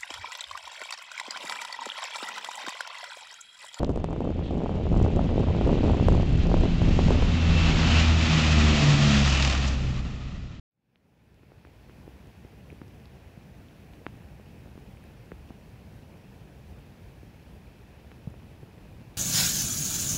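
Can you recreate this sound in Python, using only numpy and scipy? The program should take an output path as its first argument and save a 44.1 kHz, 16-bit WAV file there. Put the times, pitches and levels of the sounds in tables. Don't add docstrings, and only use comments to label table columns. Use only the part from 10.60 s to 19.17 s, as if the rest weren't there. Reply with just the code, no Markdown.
import sys
import numpy as np
from scipy import signal
from scipy.fft import rfft, irfft, next_fast_len
from scipy.io import wavfile
from scipy.ndimage import uniform_filter1d, map_coordinates

SR = 44100
rng = np.random.default_rng(int(sys.argv[2]) if len(sys.argv) > 2 else 0)


def store_pcm(level_fs):
    pcm = np.round(np.clip(level_fs, -1, 1) * 32767).astype(np.int16)
    wavfile.write(sys.argv[1], SR, np.atleast_2d(pcm).T)


N = 377937
TIME = np.arange(N) / SR

# (frequency [Hz], relative level [dB])
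RUMBLE_SPECTRUM = [(15, -47), (28, -37), (45, -6.5), (63, -0.5), (95, -4), (130, -11), (200, -27.5),
                   (400, -55.5)]
GURGLE_SPECTRUM = [(40, -25.5), (85, -8.5), (125, 0.5), (155, -1), (200, -2.5), (250, -8), (400, -15),
                   (600, -18.5), (820, -20.5), (1500, -44.5)]
WASH_SPECTRUM = [(150, -1), (450, 3.5), (620, -1.5), (820, -3), (1000, -4.5), (1200, -8.5), (1420, -7),
                 (1620, -6), (1850, -6.5), (2100, -8), (2380, -6.5), (2560, -5), (2760, -9), (3300, -12.5),
                 (3800, -14.5), (5500, -18), (8000, -27), (16000, -47)]
HISS_SPECTRUM = [(1000, 2.5), (8500, -10), (9700, 0.5), (10250, 6), (11200, 2), (16000, 2)]
# (time [s], base level [dB])
RUMBLE_SURGES = [(0.2, -66), (.6, -56), (1.2, -55), (2.1, -53), (3.0, -55), (3.5, -52.5), (4.3, -51.5),
                 (4.95, -52.5), (5.6, -52), (7.3, -52), (8.0, -52), (8.5, -51.5)]
# (time [s], gain [dB])
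GURGLE_SWELLS = [(.35, 2.5), (.9, -1.5), (1.8, 0), (2.1, 1), (2.8, -1.5), (3.4, 1.5), (4.3, 1.5), (5.3, 1),
                 (6.5, 0), (7.3, -1), (8.2, 1.5)]
# (time [s], tick drive [dB],
# pat level [dB], tick pitch [Hz], pat pitch [Hz], sway level [dB], ring length [ratio])
CLOTH_HITS = [(.358, -27.5, -44, 2640, 400, -57, 0.84), (0.8328, -42, -39, 1450, 288, -52, 1.4),
              (.919, -40, -35, 900, 350, -48, 0.89), (1.0501, -35, -39, 1330, 288, -52, 1.4),
              (1.071, -46, -41.5, 2500, 606, -52, 1.2), (1.296, -39, -40.5, 1280, 305, -51, 1),
              (1.382, -62, -46, 750, 380, -42, 1), (1.478, -43, -33, 850, 318, -52, 0.89),
              (1.848, -49, -36, 1190, 292, -51, 1), (2.1255, -48, -35.5, 1900, 375, -40, 1.26),
              (2.216, -34.5, -29.5, 1120, 225, -36, 1.23), (2.4564, -37.5, -46, 4400, 620, -62, 0.54),
              (2.774, -40.5, -39, 400, 125, -50, 1.2), (3.336, -40, -58, 2600, 400, -58, 0.55),
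              (3.416, -55, -40, 1300, 440, -50, 0.91), (3.4657, -18, -27, 1250, 230, -40, 0.97),
              (3.797, -48, -41, 850, 440, -53, 1.1), (3.866, -52, -40, 950, 278, -51, 1.1),
              (4.058, -43, -41, 900, 340, -41, 1), (4.073, -50, -45, 900, 400, -54, 0.55),
              (4.155, -49, -37, 850, 191, -38, 1), (4.177, -39.5, -33.5, 870, 248, -44, 1.17),
              (4.718, -31, -33, 1450, 430, -34, 1.53), (4.905, -36.5, -32, 650, 215, -32.5, 1.55),
              (6.631, -57, -38, 1500, 340, -47, 0.95), (7.5166, -36, -40, 1530, 340, -50, 0.83),
              (7.673, -38, -29.5, 500, 236, -22, 1.1), (7.741, -41, -39, 850, 380, -54, 0.75),
              (8.03, -50, -35.5, 1300, 310, -35, 1.15)]
# (time [s], boost [dB])
CURRENT_GULPS = [(1.41, 4.5), (3.32, 5.5), (5.1, 2.5), (5.36, 5.5), (6.1, 6), (6.45, 5.5), (6.64, 3.5),
                 (6.92, 6.5), (7.9, 5)]
# (time [s], boost [dB])
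PATTER_FLURRIES = [(1.9, 5.5), (3.9, 5), (8.1, 4.5)]
# (time [s], level [dB], pitch [Hz])
WATER_PLINKS = [(2.102, -41.5, 2420), (3.085, -51, 3300), (4.371, -50, 2380), (4.438, -52, 1700),
                (4.888, -53.5, 3000), (5.423, -57, 3900), (5.54, -51, 2300)]
# (time [s], level [dB])
DRIZZLE_SPITS = [(2.102, -60), (2.13, -57), (4.365, -59), (4.439, -55)]


def amp(db):
    return 10 ** (np.asarray(db) / 20)


def unit(x):
    return x / np.sqrt(np.mean(x ** 2) + 1e-20)


def fader(points):
    return np.interp(TIME, *np.transpose(points))


def swells(times, peaks, half_width_s):
    return sum(boost * np.exp(-((times - middle) / half_width_s) ** 2) for middle, boost in peaks)


def wobble(rate):
    return map_coordinates(rng.standard_normal(int(N * rate / SR) + 4), [TIME * rate])


def filtered(x, response):
    size = next_fast_len(N + SR // 2)
    return irfft(rfft(x, size) * response(np.fft.rfftfreq(size, 1 / SR)), size)[:N]


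def coloured(x, spectrum):
    hz, db = np.transpose(spectrum)
    return unit(filtered(x, lambda f: amp(np.interp(np.log(f + 1), np.log(hz), db))))


def patchy_noise(depth_db):
    bands = signal.stft(rng.standard_normal(N), nperseg=512)[2]
    patches = uniform_filter1d(rng.standard_normal(bands.shape), size=6, axis=0)
    patches = uniform_filter1d(patches, size=14, axis=1)
    return signal.istft(bands * amp(depth_db * unit(patches)), nperseg=512)[1][:N]


def blips(starts, db, hz, cycles):
    t = np.arange(SR // 32) / SR
    turns = hz[:, None] * t
    age = turns / np.reshape(cycles, (-1, 1))
    envelope = (age * np.exp(1 - age)) ** 2
    waves = amp(db)[:, None] * envelope * np.sin(2 * np.pi * turns)
    samples = np.round(np.abs(starts) * SR).astype(int)[:, None] + np.arange(len(t))
    return np.bincount(samples.ravel(), waves.ravel(), N)[:N]


def river(wash_db, gurgle_db):
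    lumps_per_s, rumble_lump_db, gurgle_lump_db, gulp_share = 26, 1.84, 0.97, 0.29
    gulp_db = swells(TIME, CURRENT_GULPS, half_width_s=0.044)
    rumble_gain = amp(fader(RUMBLE_SURGES) + gulp_db + rumble_lump_db * wobble(lumps_per_s))
    rumble = rumble_gain * coloured(rng.standard_normal(N), RUMBLE_SPECTRUM)
    flow_db = gurgle_db + fader(GURGLE_SWELLS)
    gurgle_gain = amp(flow_db + gulp_share * gulp_db + gurgle_lump_db * wobble(lumps_per_s))
    gurgle = gurgle_gain * coloured(rng.standard_normal(N), GURGLE_SPECTRUM)
    wash = amp(wash_db) * coloured(patchy_noise(depth_db=0.86), WASH_SPECTRUM)
    return rumble + gurgle + wash


def bubbles(count, level_db, ring_hz):
    starts = rng.uniform(0, N / SR, count)
    nearness, smallness = np.clip(rng.standard_normal((count, 2)), -2, 2).T
    return blips(starts, level_db + 2 * nearness, ring_hz * np.exp(0.135 * smallness), cycles=5.9)


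def patter(count, level_db, spread_db, pat_hz, tick_hz, tick_gain_db):
    starts = rng.uniform(0, N / SR, count)
    size, hardness, spot = np.clip(rng.standard_normal((count, 3)), -2, 2).T
    pat_db = level_db + swells(starts, PATTER_FLURRIES, half_width_s=0.99) + spread_db * size
    tick_db = pat_db + tick_gain_db + 3.1 * hardness
    pats = blips(starts, pat_db, pat_hz * np.exp(0.5 * spot - 0.15 * size), cycles=0.57)
    ticks = blips(starts, tick_db, tick_hz * np.exp(0.65 * hardness), cycles=0.33)
    return ticks - pats


def close_drops(cloth_cut_hz, sway_hz, sway_lag_s):
    starts, tick_db, pat_db, tick_hz, pat_hz, sway_db, ring = np.transpose(CLOTH_HITS)
    tick_cycles = ring * (0.18 + (tick_hz / 4250) ** 2)
    pat_cycles = ring * (0.27 + 0.00056 * pat_hz)
    soft_cloth = signal.butter(4, cloth_cut_hz, fs=SR, output='sos')
    ticks = signal.sosfilt(soft_cloth, blips(starts, tick_db, tick_hz, tick_cycles))
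    pats = blips(starts, pat_db, pat_hz, pat_cycles)
    sways = blips(starts + sway_lag_s, sway_db, np.full(len(starts), sway_hz), cycles=0.46)
    return ticks - pats - sways


def plinks():
    starts, db, hz = np.transpose(WATER_PLINKS)
    return blips(starts, db, hz, cycles=2.1)


def spits(ring_hz):
    starts, db = np.transpose(DRIZZLE_SPITS)
    return blips(starts, db, np.full(len(starts), ring_hz), cycles=5.3)


def scene():
    rain = patter(count=330, level_db=-58, spread_db=4.0, pat_hz=328, tick_hz=1430, tick_gain_db=-2)
    rain += close_drops(cloth_cut_hz=4400, sway_hz=155, sway_lag_s=0.0006)
    rain += plinks() + spits(ring_hz=10300)
    water = river(wash_db=-59.0, gurgle_db=-53.0) + bubbles(count=260, level_db=-65.5, ring_hz=2518)
    return (water + rain)[None]


def record(dry):
    fade_start_s, fade_s, fade_curve = 0.094, 1.26, 1.374
    high_cut_hz = 15730
    hiss = amp(-75.0) * coloured(rng.standard_normal(N), HISS_SPECTRUM)
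    fade = np.clip((TIME - fade_start_s) / fade_s, 0, 1) ** fade_curve
    return filtered((dry[0] + hiss) * fade, lambda hz: hz < high_cut_hz)[None]


dry = scene()
out = record(dry)
store_pcm(out)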